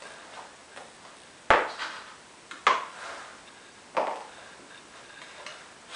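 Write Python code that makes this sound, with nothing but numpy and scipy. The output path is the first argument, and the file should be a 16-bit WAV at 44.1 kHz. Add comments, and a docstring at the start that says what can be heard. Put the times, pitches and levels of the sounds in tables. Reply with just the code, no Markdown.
"""Three loud, ringing snaps: a bicycle tyre is worked by hand over its rim in a small, hard-walled room.
Each time, the tyre's stiff edge (the bead) slips over the metal rim and sets the spokes ringing.
After the first snap it scrapes along the metal. Palms rub the tread; at the end the wheel is lifted
and the rim ticks. A tiny motor chirrs faintly close by, over a steady hiss and a thin whine."""
import sys
import numpy as np
from scipy import signal
from scipy.fft import rfft, irfft
from scipy.io import wavfile
from scipy.ndimage import uniform_filter1d

SR = 44100
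rng = np.random.default_rng(int(sys.argv[2]) if len(sys.argv) > 2 else 0)


def wav_out(sig):
    """Save sig, one row per channel (or a flat mono array), as 16-bit PCM at SR to the path in sys.argv[1]."""
    wavfile.write(sys.argv[1], SR, np.round(np.clip(np.atleast_2d(sig).T, -1, 1) * 32767).astype(np.int16))


N = 262747
TIME = np.arange(N) / SR


def bead_snaps(casing_db=6.5, casing_octaves=0.079, spokes_db=-6, rebound_s=0.0085):
    """The bead jumps the rim in quick slips; the tyre's wall (the casing) and the spokes ring."""
    # slips of the bead: t/s, level/dB, treble tilt/(dB per octave), casing ring f/Hz
    slips = [(1.5034, -6, 0, 880), (1.5344, -12, -2.5, 1850), (1.5585, -18, -5.5, 633),
             (2.6664, -10, 1, 2200), (2.6687, -9.5, -5, 1066), (3.948, -29, -3, 558), (3.967, -16, 3, 2480),
             (3.9745, -13.5, -5, 625), (3.9837, -22, -2, 878), (4.069, -19, 1, 463), (4.109, -26, -1, 760),
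             (4.157, -33.5, 11, 910), (4.205, -36, 9, 840)]
    # tone of each stretch of the bead: t/s when it is worked, list of (f/Hz, level/dB)
    stretches = [(1.5, [(40, -27), (150, -28), (300, -9), (570, 0.5), (770, -3), (900, -1), (1030, -6.5),
                 (1190, -0.5), (1850, -6.5), (2250, -10.5), (3100, -17.5), (6200, -35.5), (7200, -35),
                 (10000, -47)]), (2.67, [(50, -42), (110, -32), (300, -18.5), (460, -14), (600, -9),
                 (780, -15), (1040, 0), (1400, -10), (2200, -15.5), (2600, -17.5), (3400, -18.5),
                 (4200, -25.5), (6600, -31), (10000, -50.5)]), (4.0, [(60, -31), (120, -28.5), (250, -14.5),
                 (400, -8), (580, -0.5), (680, -4.5), (870, 1.5), (1160, -7), (1400, -15.5), (2400, -20.5),
                 (4200, -34.5), (4900, -32), (7000, -47), (10000, -53)])]
    # notes of the spokes: f/Hz, relative level/dB, time to fade by 60 dB/s
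    spoke_notes = [(400, -7, .55), (457, 11.5, 0.44), (624, 11.5, 0.34), (692, -16, 0.33), (846, -14, 0.8),
                   (835, -7.5, 0.19), (960, -23, .6), (1080, -11, .6), (1136, 19, 0.32), (1220, -17, 0.26),
                   (1780, -27, .5), (1780, -7, 0.35), (1820, -2, 0.35)]
    octaves = lambda hz: np.log2(1 + hz / 1000)
    out = np.zeros(N)
    for s, db, tilt, ring_hz in slips:
        tone = min(stretches, key=lambda row: abs(row[0] - s))[1]
        casing = lambda hz: casing_db / (1 + (np.log2(hz / ring_hz) / casing_octaves) ** 2)
        snap = -amp(db) * click(lambda hz: value_at(tone, hz) + tilt * octaves(hz) + casing(hz))
        # the bead bounces back once, weaker and duller
        rebound = -amp(db - 11) * click(lambda hz: value_at(tone, hz) + (tilt - 3) * octaves(hz))
        add(out, s, workshop(snap, wet_db=4))
        add(out, s, amp(spokes_db) * ring(snap, spoke_notes))
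        add(out, s + rebound_s, workshop(rebound, wet_db=4))
    return out


def wheel_thud(s=1.5035, push_db=-12.5, push_s=0.0011, boom_db=-12, boom_fade_s=0.45):
    """The first snap jolts the whole wheel: one short, low push that booms briefly in the room."""
    out, t = np.zeros(N), TIME[:SR // 2]
    push = amp(push_db) * t / push_s * np.exp(-t / push_s)
    boom = rng.standard_normal(len(t)) * amp(-60 * t / boom_fade_s)
    add(out, s, push)
    add(out, s, amp(boom_db) * signal.fftconvolve(push, boom / np.linalg.norm(boom)))
    return out


def bead_scrapes(gain_db=-6, squeal_db=-7):
    """The freed bead rasps along the rim in jerks, squeaking at first; the casing squeals hoarsely."""
    # jerks: peak t/s, length/s, relative level/dB, squeak compared with rasp/dB
    jerks = [(1.699, .07, -44.5, 0), (1.745, 0.1, -49, -0.5), (1.795, 0.02, -38, -13),
             (1.817, 0.083, -30.5, -10.5), (1.933, 0.22, -39.5, -15), (2.082, .1, -45.5, -20)]
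    # tone of the rasp: f/Hz, level/dB
    rasp_tone = [(100, -35), (300, -18.5), (600, -11.5), (760, -18.5), (900, -6.5), (1250, -4.5),
                 (1530, -4), (1800, -9.5), (2550, -16.5), (3000, -15.5), (4700, -19), (6000, -26),
                 (10000, -41)]
    # squeal of the casing: f/Hz, width/Hz, level/dB
    squeal_peaks = [(1270, 44, 4), (1540, 61, -0.5)]
    # thin squeak of rubber on bare metal: f/Hz, width/Hz, level/dB
    squeak_peaks = [(4360, 920, 0)]
    rasp = coloured(crackle(per_s=2100, spread_db=2), rasp_tone)
    squeal = unit(resonate(crackle(per_s=3500, spread_db=-3), squeal_peaks)[:N])
    squeak = unit(resonate(crackle(per_s=3500, spread_db=-3), squeak_peaks)[:N])
    dry = np.zeros(N)
    for s, length, db, squeak_db in jerks:
        level = amp(db + swell_db(s, length, rise_share=0.46, depth_db=20.5, roundness=2.05))
        dry += level * (rasp + amp(squeal_db) * squeal + amp(squeak_db) * squeak)
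    return amp(gain_db) * workshop(dry, wet_db=3)[:N]


def wheel_knocks(scuff_s=0.0023, lift_s=4.7, lifted_db=12.5):
    """Hands and tyre knock the wheel; harder knocks span more pitches and ring the rim more."""
    # light knocks: t/s, level/dB, centre f/Hz, width/octaves
    knocks = [(0.020, -34.5, 850, 1.06), (0.065, -39.5, 795, 1.8), (0.372, -33.5, 800, 0.27),
              (0.761, -36.5, 890, 1.15), (0.772, -31, 690, 0.5), (1.049, -40.5, 1070, 1.2),
              (2.510, -28.5, 1690, 0.77), (2.515, -40.5, 337, 0.57), (2.85, -36, 1025, 0.25),
              (4.38, -40, 617, 0.68), (4.59, -40.5, 330, 0.68), (5.215, -33.5, 2170, 0.78),
              (5.37, -37.5, 582, 0.11), (5.396, -35.5, 784, 0.42), (5.463, -28.5, 2650, 1.01)]
    # notes of the rim: f/Hz, width/Hz, level/dB
    rim_peaks = [(615, 34, 17), (1150, 140, 4.5), (1970, 35, -14), (2230, 72, 0.5), (2880, 120, -1),
                 (3220, 64, -10), (4270, 200, -9.5), (6600, 160, 0)]
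    out, t = np.zeros(N), TIME[:SR // 40]
    for s, db, centre_hz, octaves in knocks:
        scuff = rng.standard_normal(len(t)) * np.exp(-t / scuff_s)
        tone_db = lambda hz: -9 * np.log(1 + (np.log2(hz / centre_hz) / octaves) ** 2)
        blow = signal.fftconvolve(scuff, click(tone_db))
        blow *= amp(db) * np.sqrt(SR / 1000) / np.linalg.norm(blow)
        rim_gain = amp(-19 + 8.5 * octaves + lifted_db * (s > lift_s))  # a lifted rim rings more freely
        sound = rim_gain * resonate(blow, rim_peaks)
        add(sound, 0, blow)
        add(out, s, workshop(sound / np.hypot(1, rim_gain), wet_db=4))
    return out


def palm_rubs(gain_db=-9, hollow_db=-2, depth_db=18, drop_hz_per_db=9):
    """Palms stick and slip over the tread; the tyre's hollow ring drops in pitch as the grip eases."""
    # strokes of the palms: firmest push t/s, length/s, relative level/dB, hollow ring f/Hz
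    strokes = [(0.108, 0.96, -50.5, 680), (0.35, 0.16, -47, 780), (1.06, 0.33, -54.5, 1000),
               (3.054, 0.56, -40, 1200), (4.357, 1.15, -54, 910), (4.961, .13, -48.5, 880),
               (5.32, 0.35, -50.5, 2370), (5.539, 0.61, -52, 1170), (5.955, 0.18, -34, 3570)]
    # tone of the rubbed tread: f/Hz, level/dB
    tread_tone = [(100, -26.5), (300, -9.5), (600, -2), (760, -4), (1100, -4), (1500, -1), (1900, -6),
                  (2800, -11.5), (3800, -10.5), (6000, -14.5), (10000, -22)]
    level, weighted_hz = np.zeros(N), np.zeros(N)
    for s, length, db, ring_hz in strokes:
        grip_db = swell_db(s, length, rise_share=0.4, depth_db=depth_db, roundness=1.3)
        push = amp(db + grip_db)
        level += push
        weighted_hz += push * (ring_hz + drop_hz_per_db * np.maximum(grip_db, -depth_db))
    tread = coloured(crackle(per_s=3300, spread_db=1), tread_tone)
    hollow = gliding_ring(tread, weighted_hz / level, width_hz=770)  # the firmest stroke leads the pitch
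    dry = level * (tread + amp(hollow_db) * hollow)
    return amp(gain_db) * workshop(dry, wet_db=5)[:N]


def motor_chirrs(gain_db=-4, twitches_per_s=2.2, twitch_s=0.068, twitch_db=-56.5):
    """A tiny motor's rapid ticks ring a low and a high note, too close by to carry any echo."""
    # chirrs: t/s, length/s, relative level/dB of the low note and of the high note
    chirrs = [(0, 0.3, -49.5, -55), (0.328, 0.033, -51, -48), (0.71, 0.042, -51, -60),
              (1.195, 0.23, -56, -60), (3.454, .046, -63, -55), (3.524, 0.2, -51.5, -57.5),
              (4.248, .33, -51.5, -55), (4.69, .11, -48.5, -52.5), (4.937, 0.44, -53, -55.5),
              (5.25, 0.45, -61, -56)]
    # one list for each note: f/Hz, width/Hz, level/dB
    notes = [
        [(1620, 73, 0)],
        [(2780, 260, -1.5), (3640, 170, 2.5)],
    ]
    low, high = (unit(resonate(crackle(per_s=700, spread_db=3.5), peaks))[:N] for peaks in notes)
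    twitch_times = TIME[rng.random(N) < twitches_per_s / SR]
    twitches = [(s, twitch_s, twitch_db, twitch_db) for s in twitch_times]
    out = np.zeros(N)
    for s, length, low_db, high_db in chirrs + twitches:
        both_notes = amp(low_db) * low + amp(high_db) * high
        run = both_notes[round(s * SR):][:round(length * SR)]
        add(out, s, run * signal.windows.tukey(len(run), 0.4))
    return amp(gain_db) * out


def motor_steps(steps_per_s=60):
    """The same motor moves in even steps, each a tiny, high tick."""
    # runs of steps: t/s, length/s, level/dB
    runs = [(.005, .14, -46), (0.784, .19, -51), (1.169, .08, -46)]
    # notes of one tick: f/Hz, width/Hz, level/dB
    tick_peaks = [(3700, 300, 2), (8900, 550, -1)]
    tick = resonate(np.array([np.sqrt(SR / 1000)]), tick_peaks)
    out = np.zeros(N)
    for start, length, db in runs:
        for s in np.arange(start, start + length, 1 / steps_per_s):
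            add(out, s, amp(db) * tick)
    return out


def background(hiss_db=-50.5, waver_hz=14):
    """The room's steady hiss, with a thin, wavering whine."""
    # tone of the hiss: f/Hz, relative level/dB
    hiss_tone = [(25, -20), (65, -5), (120, -5), (230, 0.5), (450, 0.5), (800, -1), (980, 1.5), (1200, -3),
                 (1650, -2.5), (2400, -5.5), (4000, -9), (7000, -11.5), (9900, -13.5)]
    # notes of the whine: f/Hz, level/dB
    whine_notes = [(8000, -70.5), (8032, -72)]
    whine = np.zeros(N)
    for hz, db in whine_notes:
        waver = waver_hz * unit(uniform_filter1d(rng.standard_normal(N), size=900))
        whine += amp(db) * unit(np.sin(2 * np.pi * np.cumsum(hz + waver) / SR))
    return amp(hiss_db) * coloured(rng.standard_normal(N), hiss_tone) + whine


def workshop(x, wet_db, build_s=0.0014, bass_cut_hz=170):
    """Hard walls add a few clear echoes, then a wash of tiny random ones whose gain is wet_db."""
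    # how long the room rings: f/Hz, time to fade by 60 dB/s
    fade_times = [(100, 0.32), (300, 0.36), (700, 0.48), (1200, 0.48), (2500, 0.46), (5000, 0.41),
                  (10000, 0.6)]
    # first echoes from floor and walls: t/s, gain
    echoes = [(.0018, -0.56), (.0031, .28), (.0072, 0.42), (.0098, -0.37), (0.0153, 0.28), (0.0235, 0.039)]
    taps = rng.choice([-1., 1.], SR) * (rng.random(SR) < 4000 / SR)
    hz, t, bands = signal.stft(taps, SR, nperseg=256)
    fade = amp(-60 * t / value_at(fade_times, hz)[:, None])
    tail = signal.istft(bands * fade, SR, nperseg=256)[1][:SR]
    spectrum = rfft(tail * (1 - np.exp(-TIME[:SR] / build_s)))
    spectrum /= np.sqrt(uniform_filter1d(abs(spectrum) ** 2, size=120))  # no band stands out
    bass_cut = signal.butter(2, bass_cut_hz, "high", fs=SR, output="sos")
    tail = signal.sosfilt(bass_cut, irfft(spectrum, SR))
    response = amp(wet_db) * tail[:SR * 3 // 4]
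    for s, gain in [(0.0016, 1)] + echoes:  # the direct sound comes first
        add(response, s, np.array([gain]))
    return signal.fftconvolve(x, response)


def amp(db):
    """Turns decibels into a gain."""
    return 10 ** (np.asarray(db) / 20)


def unit(x):
    """Scales x to an average power of 1."""
    return x / np.sqrt(np.mean(x ** 2) + 1e-20)


def value_at(points, hz):
    """Reads a curve of (f/Hz, value) points along a pitch scale."""
    f, value = np.transpose(points)
    return np.interp(np.log(hz + 1), np.log(f + 1), value)


def add(mix, s, sound):
    """Mixes a sound in, starting at s seconds."""
    part = mix[max(round(s * SR), 0):][:len(sound)]
    part += sound[:len(part)]


def coloured(x, tone):
    """Shapes x with a tone curve (f/Hz, level/dB), at an average power of 1."""
    gain = amp(value_at(tone, np.fft.rfftfreq(len(x), 1 / SR)))
    return unit(irfft(rfft(x) * gain, len(x)))


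def click(tone_db, size=4096):
    """A click with the tone tone_db(hz) and the energy of 1 ms at full level."""
    hz = abs(np.fft.fftfreq(size, 1 / SR)) + 1
    log_gain = np.log(amp(np.maximum(tone_db(hz), -90)))
    spectrum = np.exp(np.conj(signal.hilbert(log_gain)))  # packs the energy at the start
    pulse = np.fft.ifft(spectrum).real
    return pulse * np.sqrt(SR / 1000 / np.sum(pulse ** 2))


def crackle(per_s, spread_db):
    """Tiny ticks of uneven size at random moments, as when a surface sticks and slips."""
    sizes = amp(spread_db * np.minimum(rng.exponential(1, N), 4)) * rng.choice([-1, 1], N)
    return unit(sizes * (rng.random(N) < per_s / SR))


def swell_db(peak_s, length, rise_share, depth_db, roundness):
    """Level of one push: it swells to 0 dB at peak_s and is depth_db lower at both ends."""
    before = (peak_s - TIME) / rise_share
    after = (TIME - peak_s) / (1 - rise_share)
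    distance = np.maximum(before, after) / length
    return np.maximum(-depth_db * distance ** roundness, -120)


def ring(x, notes):
    """Sets fading notes (f/Hz, level/dB, fade/s) ringing with x, keeping the energy of x."""
    t = np.arange(SR // 2) / SR
    body = sum(amp(db - 60 * t / fade_s) * np.sin(2 * np.pi * hz * t) for hz, db, fade_s in notes)
    out = signal.fftconvolve(x, body)
    return out * np.linalg.norm(x) / np.linalg.norm(out)


def resonate(x, peaks):
    """Rings short notes (f/Hz, width/Hz, level/dB) with x; wider ones fade faster."""
    notes = [(hz, db + 20 * np.log10(width), np.log(1000) / np.pi / width) for hz, width, db in peaks]
    return ring(x, notes)


def gliding_ring(x, hz, width_hz):
    """Rings one note with x while its pitch follows the curve hz."""
    turn = np.exp(2j * np.pi * np.cumsum(hz) / SR)
    decay = np.exp(-np.pi * width_hz / SR)
    return unit((turn * signal.lfilter([1 - decay], [1, -decay], x / turn)).real)


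def scene():
    """The wheel, the motor and the background, heard from one spot."""
    wheel = bead_snaps() + wheel_thud() + bead_scrapes() + wheel_knocks() + palm_rubs()
    return (wheel + motor_chirrs() + motor_steps() + background())[None]


def record(dry):
    """The microphone rounds off the highest peaks; then the top treble is cut."""
    ceiling, cutoff_hz = 0.78, 10080
    rounded = dry / (1 + (dry / ceiling) ** 4) ** 0.25
    lowpass = signal.firwin(511, cutoff_hz, window=("kaiser", 8), fs=SR)
    return signal.oaconvolve(rounded, lowpass[None], "same")


dry = scene()
out = record(dry)
wav_out(out)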